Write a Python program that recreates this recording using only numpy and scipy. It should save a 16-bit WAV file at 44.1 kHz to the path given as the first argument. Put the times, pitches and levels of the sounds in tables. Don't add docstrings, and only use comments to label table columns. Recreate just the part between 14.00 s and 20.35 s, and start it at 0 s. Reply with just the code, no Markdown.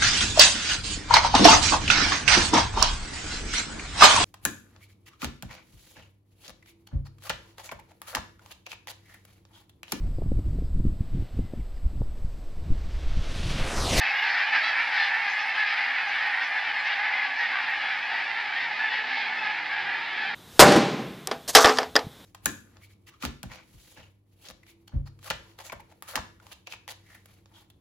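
import sys
import numpy as np
from scipy import signal
from scipy.fft import rfft, irfft, next_fast_len
from scipy.io import wavfile
from scipy.ndimage import uniform_filter1d

SR = 44100
rng = np.random.default_rng(int(sys.argv[2]) if len(sys.argv) > 2 else 0)


def file_out(sig):
    cols = np.atleast_2d(sig).T
    lim = np.clip(cols, -1, 1)
    pcm = np.round(lim * 32767).astype(np.int16)
    wavfile.write(sys.argv[1], SR, pcm)


N = 280023
T = np.arange(N) / SR
HZ = np.fft.rfftfreq(next_fast_len(N), 1 / SR)

# middle_s, length_s, pitch_hz, level_db, shrill_db, throat_hz
NEAR_HONKS = [(0.069, 0.13, 657.5, -29.5, 3.5, 2630), (0.266, 0.11, 430, -27, 1.5, 1800),
              (0.389, 0.12, 454.3, -28, 2, 1800), (0.551, 0.07, 446, -24.5, -0.5, 2720),
              (0.577, 0.075, 543, -26, 2.5, 1630), (0.676, 0.16, 656, -32, 2.5, 4670),
              (0.789, 0.14, 577.4, -27.5, -5, 1740), (0.958, 0.09, 382, -27.5, 3.5, 1960),
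              (1.038, 0.14, 604.5, -30, 6.5, 1800), (1.152, 0.16, 444.3, -30.5, -14, 1780),
              (1.294, 0.1, 402.3, -32, 4, 2070), (1.405, 0.065, 630, -32.5, 2.5, 1260),
              (1.609, 0.12, 428.5, -29, 3, 1700), (1.709, 0.13, 451.7, -29.5, 4, 5100),
              (1.822, 0.12, 406, -29.5, 1.5, 2260), (1.92, 0.11, 474, -33, -9, 1856),
              (1.998, 0.071, 516, -31, -6.5, 2600), (2.13, 0.092, 457, -32, 4, 2250),
              (2.241, 0.15, 629, -30, 2, 1860), (2.382, 0.17, 473.5, -29.5, -11.5, 1930),
              (2.562, 0.08, 438, -30.5, -8, 1740), (2.68, 0.1, 456.4, -33, 2, 1800),
              (2.791, 0.06, 508, -30.5, -5, 2030), (2.874, 0.05, 530, -30, 3, 2160),
              (2.926, 0.075, 465, -30, 4, 1850), (3.061, 0.16, 430.4, -29.5, -10, 1670),
              (3.19, 0.17, 419.4, -28.5, -4.5, 2130), (3.438, 0.09, 455.4, -35.5, -3, 1820),
              (3.541, 0.05, 402.4, -30.5, -3.5, 1640), (3.718, 0.09, 471, -29.5, -7.5, 1860),
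              (3.889, 0.19, 434, -31.5, 1, 1720), (4.17, 0.15, 652, -31.5, -2.5, 1940),
              (4.389, 0.082, 437, -33.5, -1, 1770), (4.613, 0.14, 623, -31, 1, 1870),
              (4.849, 0.11, 433.6, -31.5, -1.5, 1740), (4.966, 0.14, 481.4, -31, 4, 1936),
              (5.167, 0.23, 434, -32.5, 10, 2180), (5.278, 0.088, 448.6, -34, 0.5, 2190),
              (5.48, 0.14, 422.4, -32.5, -0.5, 850), (5.773, 0.14, 414.5, -32, -6.5, 1680),
              (5.931, 0.15, 429, -32.5, -7, 1740), (6.244, 0.2, 434, -36, 9, 1750)]
# middle_s, length_s, pitch_hz, glide_share, level_db, shrill_db, throat_hz
LONE_YELPS = [(0.327, 0.085, 744, -0.04, -40.5, 16, 4770), (0.674, 0.11, 671, -0.005, -32.5, 5.5, 3930),
              (1.008, 0.084, 887, 0.0042, -27, -4, 1760), (1.045, 0.087, 849, -0.0096, -37.5, 8, 4240),
              (1.153, 0.13, 868, 0.0098, -34, -10, 2660), (1.615, 0.077, 854, -0.027, -31, -0.5, 1710),
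              (2.282, 0.11, 830, 0.011, -39, -4, 834), (2.578, 0.08, 876, -0.029, -34.5, 2, 1750),
              (2.915, 0.06, 963, -0.02, -35.5, -3, 2790), (3.432, 0.11, 953, -0.01, -29.5, 0.5, 1870),
              (3.885, 0.085, 849, -0.012, -36.5, 2.5, 2590), (4.137, 0.11, 892, 0.02, -40, 0, 880),
              (4.631, 0.06, 755, 0.02, -42.5, 17, 3580), (4.844, 0.13, 871, -0.02, -30.5, -5.5, 1740),
              (4.947, 0.11, 992, 0.015, -35.5, -2.5, 2970), (5.131, 0.088, 868, 0.01, -40.5, -4, 2670),
              (5.343, 0.13, 884, 0.02, -35.5, -7, 1760), (5.42, 0.09, 876, 0.01, -36.5, -13, 2600),
              (5.5, 0.13, 867, -0.02, -36.5, -1, 870), (5.564, 0.08, 860, -0.04, -39.5, -5, 1700),
              (5.781, 0.11, 865, 0.016, -39.5, -7, 1720), (5.924, 0.12, 875, -0.04, -39.5, -10, 1710),
              (6.243, 0.16, 871, 0.012, -35.5, -7, 1730)]
# middle_s, length_s, overtone_hz, glide_share, level_db
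VOICE_SQUEAKS = [(0.203, 0.12, 2883, 0, -33.5), (0.435, 0.061, 4440, -0.015, -43),
                 (0.492, 0.062, 3030, -0.013, -35), (0.645, 0.05, 3820, 0.01, -39.5),
                 (1.038, 0.08, 3440, -0.04, -37.5), (1.317, 0.077, 6170, -0.09, -56),
                 (1.347, 0.054, 7340, 0, -66.5), (1.415, 0.053, 5640, 0.037, -51.5),
                 (2.094, 0.048, 5960, 0.02, -55.5), (2.452, 0.069, 5600, -0.052, -52),
                 (2.814, 0.07, 7420, -0.015, -66), (2.869, 0.053, 5550, -0.019, -52),
                 (3.413, 0.14, 5650, 0.01, -56.5)]
# frequency_hz, level_db
THROAT_TONE = [(300, -38), (450, -45), (620, -22.5), (800, -7.5), (930, -7), (1100, -13), (1400, -5),
               (1700, 0.5), (2200, 1), (2650, -5), (3200, -10), (4300, -17.5), (5100, -24), (7000, -56)]
# frequency_hz, level_db
FAR_FLOCK_TONE = [(330, -49), (470, -25), (620, -20), (760, -5), (870, -4), (1030, -13), (1450, -14),
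                  (1720, 1.5), (2200, -4.5), (3100, -18), (4800, -24), (7000, -48.5), (10000, -70)]
# time_s, gain_db
TREBLE_OVER_TIME = [(0, 7.5), (1.4, 4.5), (3, 2), (4.3, 1.5), (5.2, 0.5), (6.35, -1.5)]
# time_s, cycle_rate_hz, level_db
ENGINE_REVS = [(0, 46.78, -87.5), (3.0, 47.06, -76), (3.7, 51.37, -64.5), (4.6, 55.6, -61.5),
               (5.05, 62.57, -57), (5.22, 63.2, -59), (5.42, 57.27, -54), (5.62, 51.43, -60),
               (5.85, 50.76, -54), (6.1, 56, -57.5), (6.35, 59.1, -52.5)]
# multiple_of_cycle_rate, level_db
ENGINE_TONES = [(2, -13.5), (3, -5), (4, -2), (5.5, -9.5), (6, -4), (7, -3), (7.5, -4), (10, -3)]
# time_s, pitch_hz, level_db
LOW_DRONE = [(0, 111.2, -70.5), (.7, 111.4, -70.5), (1.4, 110.7, -79), (2.2, 104.5, -75),
             (3.2, 105.3, -72.5), (4.2, 113.6, -78.5), (6.35, 109.6, -86)]
# frequency_hz, level_db
AIR_TONE = [(20, -36), (60, -12), (110, -6), (200, -5.5), (270, 2), (370, -6), (550, 1), (2000, -6.5),
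            (7500, -22.5), (11000, -30.5), (15500, -40)]
# middle_s, half_length_s, level_db
WIND_GUSTS = [(1.12, 0.035, -69), (5.833, 0.15, -64)]
# time_s, level_db
CAMERA_WHINE = [(0, -78), (.9, -69.5), (2.5, -71), (3.0, -80), (3.25, -83), (3.55, -76), (4.0, -76),
                (4.5, -76), (4.75, -101)]
# start_s, length_s, level_db
CAMERA_WHIRRS = [(0.022, 0.28, -69.5), (.6, .24, -84.5), (1.06, 0.5, -78.5)]
# start_s, level_db
CAMERA_TICKS = [(0.6376, -48), (3.519, -49), (3.7045, -44.5), (3.8442, -52), (4.871, -56), (5.1482, -56)]
# frequency_hz, gain_db
MIC_SCATTER = [(300, -21), (850, -19.5), (1100, -14.5), (1400, -19), (1600, -29.5), (3000, -25),
               (4200, -19.5), (5200, -8), (6000, -0.5), (15000, -4)]

WAVER_PER_S = 55.2


def honk(length_s, pitch_hz, glide, throat_hz, jitter, rasp, throat_db, arch, uneven_db, crack=0.0894,
         throat_width_hz=280, attack=0.16, release=0.3, shrill_db=0, waver=0.004):
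    t = np.arange(int(length_s * SR)) / SR
    along = t / length_s - .5
    bend = 1 + glide * along - arch * along ** 2 - crack * (2 * along) ** 6
    hz = pitch_hz * (bend + jitter * wander(t, 263.5) + waver * wander(t, WAVER_PER_S))
    cycles = np.cumsum(hz) / SR
    overtone_hz = pitch_hz * np.arange(1, 25)
    quirk, phase = rng.standard_normal((2, len(overtone_hz)))
    overtone_db = level_at(THROAT_TONE, overtone_hz) + uneven_db * quirk - 60 * (overtone_hz > 8000)
    overtone_db += throat_db * bell(overtone_hz, throat_hz, throat_width_hz)
    overtone_db += shrill_db / (1 + (3080 / overtone_hz) ** 8)
    wave = irfft(np.r_[0, amp(overtone_db) * np.exp(1j * phase)], 1024)
    voice = np.interp(cycles % 1, np.linspace(0, 1, len(wave) + 1), np.r_[wave, wave[0]])
    flutter = 1 + rasp * (wander(t, 260) + .5 * np.cos(np.pi * cycles))
    breath = np.clip(np.minimum((.5 + along) / attack, (.5 - along) / release), 0, 1)
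    return unit(voice * flutter) * np.sin(np.pi / 2 * breath) ** 2


def near_geese(neighbours=4, join_db=0.5, join_hz=458.9):
    out = np.zeros((2, N))
    for middle_s, length_s, pitch_hz, level_db, shrill_db, throat_hz in NEAR_HONKS:
        pan = rng.uniform(-.1, 0.11)
        gain = amp(level_db + 0.3) / np.sqrt(1 + amp(join_db) ** 2)
        call = honk(length_s, pitch_hz, -0.01, throat_hz, jitter=0.0088, rasp=0.25,
                    throat_db=9.5, arch=0.2043, uneven_db=3, shrill_db=shrill_db)
        add(out, middle_s, gain * call, pan)
        neighbour_gain = gain * amp(join_db) / np.sqrt(neighbours)
        for late, pitch, glide, throat in rng.uniform(-1.7, 1.7, (neighbours, 4)):
            call = honk(length_s, join_hz * np.exp(.14 * pitch), 0.0596 * glide, 2000 + 250 * throat,
                        jitter=0.016, rasp=0.37, throat_db=3, arch=0.1289, uneven_db=1.5,
                        shrill_db=shrill_db)
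            add(out, middle_s + .012 * late, neighbour_gain * call, pan)
    return out


def yelping_geese(second_pitch=0.96, second_db=-9):
    out = np.zeros((2, N))
    for middle_s, length_s, pitch_hz, glide, level_db, shrill_db, throat_hz in LONE_YELPS:
        for tuning, membrane_db in ((1, 0), (second_pitch, second_db)):
            call = honk(length_s, pitch_hz * tuning, glide, throat_hz, jitter=.004, rasp=.26,
                        throat_db=6, arch=0.12, uneven_db=1, crack=0.057, throat_width_hz=450,
                        shrill_db=shrill_db, waver=.005)
            add(out, middle_s, amp(level_db + membrane_db) * call)
    return out


def gruff_goose(middle_s=3.572, level_db=-29):
    out = np.zeros((2, N))
    bark = honk(length_s=0.092, pitch_hz=388, glide=0.022, throat_hz=1200, jitter=0.034, rasp=0.83,
                throat_db=10, arch=0.13, uneven_db=0, crack=0.044, throat_width_hz=310,
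                attack=0.11, release=0.14, shrill_db=-3.5)
    add(out, middle_s, amp(level_db) * bark)
    return out


def squeaks(spacing_hz=620, below_db=-6, above_db=-9):
    out = np.zeros((2, N))
    for middle_s, length_s, hz, glide, level_db in VOICE_SQUEAKS:
        t = np.arange(int(length_s * SR)) / SR
        along = t / length_s - .5
        bend = 1 + glide * along - 0.08 * along ** 2
        bend += 0.0077 * wander(t, 240) + 0.006 * wander(t, WAVER_PER_S)
        phase_per_hz = 2 * np.pi * np.cumsum(bend) / SR
        voice = np.sin(hz * phase_per_hz)
        voice += amp(below_db) * np.sin((hz - spacing_hz) * phase_per_hz)
        voice += amp(above_db) * np.sin((hz + spacing_hz) * phase_per_hz)
        flutter = 1 + 0.35 * wander(t, 200)
        add(out, middle_s, amp(level_db) * unit(voice * flutter) * np.cos(np.pi * along))
    return out


def flock(count=480, low_hz=420, high_hz=560, yelp_hz=835, high_share=.21, yelp_share=.18):
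    out = np.zeros((2, N))
    for k, (when, kind, size, throat) in enumerate(rng.random((count, 4))):
        pitch, glide, near, side = np.clip(rng.standard_normal(4), -1.8, 1.8)
        usual_hz = high_hz if kind < high_share else yelp_hz if kind > 1 - yelp_share else low_hz
        call = honk(length_s=.05 + .07 * size, pitch_hz=usual_hz * np.exp(.066 * pitch),
                    glide=0.07054 * glide - 0.03765, throat_hz=1550 + 1300 * throat,
                    jitter=0.014, rasp=0.26, throat_db=2.5, arch=0.17, uneven_db=2.5)
        middle_s = (k + when) / count * (N / SR + .1) - .05
        add(out, middle_s, amp(2 * near) * call, pan=0.12 * side)
    return unit(out)


def far_geese():
    return stereo_noise(FAR_FLOCK_TONE, width=0.1)


def clamour():
    voices = flock() + amp(-3) * far_geese()
    power = uniform_filter1d(unit(voices)[0] ** 2, 6000)
    voices = voices / np.sqrt(power + 1e-6)
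    lows = colour(voices, low_pass(1250, 8))
    highs = colour(voices, 1 - low_pass(3000, 10))
    mids = voices - lows - highs
    return lows * amp(-28 - 0.5 * T) + mids * amp(-28.5 - 1.02 * T) + highs * amp(-31 + 0.22 * T)


def through_air(sound, corner_hz=4600):
    treble = colour(sound, 1 - low_pass(corner_hz, 12))
    gain_db, = curves(TREBLE_OVER_TIME)
    return sound + treble * (amp(gain_db) - 1)


def field_echoes(sound, echo_db=-16, die_away_s=0.46):
    t = np.arange(SR // 2) / SR
    bounces = rng.standard_normal((2, len(t))) * (rng.random((2, len(t))) < .04)
    mid, side = bounces * amp(-60 * t / die_away_s) * (t > .004)
    echoes = np.array([mid + 0.2 * side, mid - 0.2 * side])
    echoes /= np.linalg.norm(echoes[0])
    return sound + amp(echo_db) * signal.fftconvolve(sound, echoes, axes=1)[:, :N]


def far_engine():
    rate_hz, engine_db = curves(ENGINE_REVS)
    cycles = np.cumsum(rate_hz * (1 + .009 * wander(T, 40))) / SR
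    hum = sum(amp(level_db) * (1 + 0.7 * wander(T, 14)) * np.sin(2 * np.pi * multiple * cycles)
              for multiple, level_db in ENGINE_TONES)
    rumble = unit(colour(rng.standard_normal((2, N)), bell(HZ, middle=400, width=260)))
    engine = amp(engine_db) * (unit(hum) + amp(-3.5) * rumble)
    drone_hz, drone_db = curves(LOW_DRONE)
    drone = amp(drone_db) * unit((1 + .25 * wander(T, 3.3)) * tone(drone_hz))
    overtone = amp(-66) * unit(colour(rng.standard_normal(N), bell(HZ, middle=270, width=22)))
    return (engine + drone + overtone) * amp([[-1.3], [1.3]])


def still_air(level_db=-56):
    return amp(level_db) * stereo_noise(AIR_TONE, width=0.63)


def breeze(middle_hz=75):
    gusts = sum(amp(level_db) * bell(T, middle_s, half_length_s)
                for middle_s, half_length_s, level_db in WIND_GUSTS)
    buffets = unit(colour(rng.standard_normal((2, N)), HZ ** 2 * low_pass(middle_hz, 4)))
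    return (amp(-95.5) + gusts) * buffets


def camera(whine_hz=8990, whirr_hz=14270, tick_decay_s=0.0011):
    whine = (1 + 0.45 * wander(T, 70)) * tone(whine_hz + 40 * wander(T, 200))
    whine_db, = curves(CAMERA_WHINE)
    out = np.outer([2.2, -.6], amp(whine_db) * unit(whine))
    for start_s, length_s, level_db in CAMERA_WHIRRS:
        t = np.arange(int(length_s * SR)) / SR
        whirr = (1 + .35 * wander(t, 40)) * tone(whirr_hz + 60 * wander(t, 200))
        fade = signal.windows.tukey(len(t), .4)
        add(out, start_s + length_s / 2, amp(level_db) * unit(whirr) * fade)
    t = np.arange(-400, 400) / SR
    decay = np.exp(-abs(t) / tick_decay_s) * (t >= 0)
    for start_s, level_db in CAMERA_TICKS:
        burst = uniform_filter1d(rng.standard_normal(len(t)), 2)
        add(out, start_s, amp(level_db) * burst * decay)
    return out


def amp(db):
    return 10 ** (np.asarray(db) / 20)


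def unit(sound):
    return sound / np.sqrt(np.mean(sound ** 2) + 1e-20)


def tone(hz):
    return np.sin(2 * np.pi * np.cumsum(hz) / SR)


def bell(x, middle, width):
    return np.exp(-((x - middle) / width) ** 2)


def wander(t, turns_per_s):
    points = rng.standard_normal(2048)
    return np.interp((t - t[0]) * turns_per_s, np.arange(len(points)), points)


def level_at(table, hz):
    table_hz, db = np.transpose(table)
    return np.interp(np.log(hz + 1), np.log(table_hz), db)


def curves(table):
    time_s, *columns = np.transpose(table)
    return [np.interp(T, time_s, column) for column in columns]


def low_pass(corner_hz, steepness):
    return 1 / (1 + (HZ / corner_hz) ** steepness)


def colour(sound, gain):
    size = next_fast_len(N)
    return irfft(rfft(sound, size) * gain, size)[..., :N]


def stereo_noise(table, width):
    mid, side = rng.standard_normal((2, N))
    noise = np.array([mid + width * side, mid - width * side])
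    return unit(colour(noise, amp(level_at(table, HZ))))


def add(mix, middle_s, sound, pan=0):
    start = round(middle_s * SR) - len(sound) // 2
    part = mix[:, max(start, 0):max(start + len(sound), 0)]
    part += np.outer([1 + pan, 1 - pan], sound[max(-start, 0):][:part.shape[1]])


def scene():
    geese = through_air(near_geese() + yelping_geese() + gruff_goose() + clamour()) + squeaks()
    return field_echoes(geese) + far_engine() + still_air() + breeze() + camera()


def record(dry, lead=0.051, late_s=0.0085, ripple_per_hz=0.0086, top_hz=15700):
    dry = dry * signal.windows.tukey(N, .0015)
    lag_cycles = HZ * late_s + .5 * wander(HZ, ripple_per_hz)
    scattered = amp(level_at(MIC_SCATTER, HZ)) * np.exp(-2j * np.pi * lag_cycles)
    side = colour(dry.mean(0), 1j * lead + scattered)
    left_right = (dry + np.array([side, -side])) * amp([[-.2], [.2]])
    top_cut = signal.firwin(511, top_hz, window=("kaiser", 9), fs=SR)
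    return signal.oaconvolve(left_right, top_cut[None], "same")


dry = scene()
out = record(dry)
file_out(out)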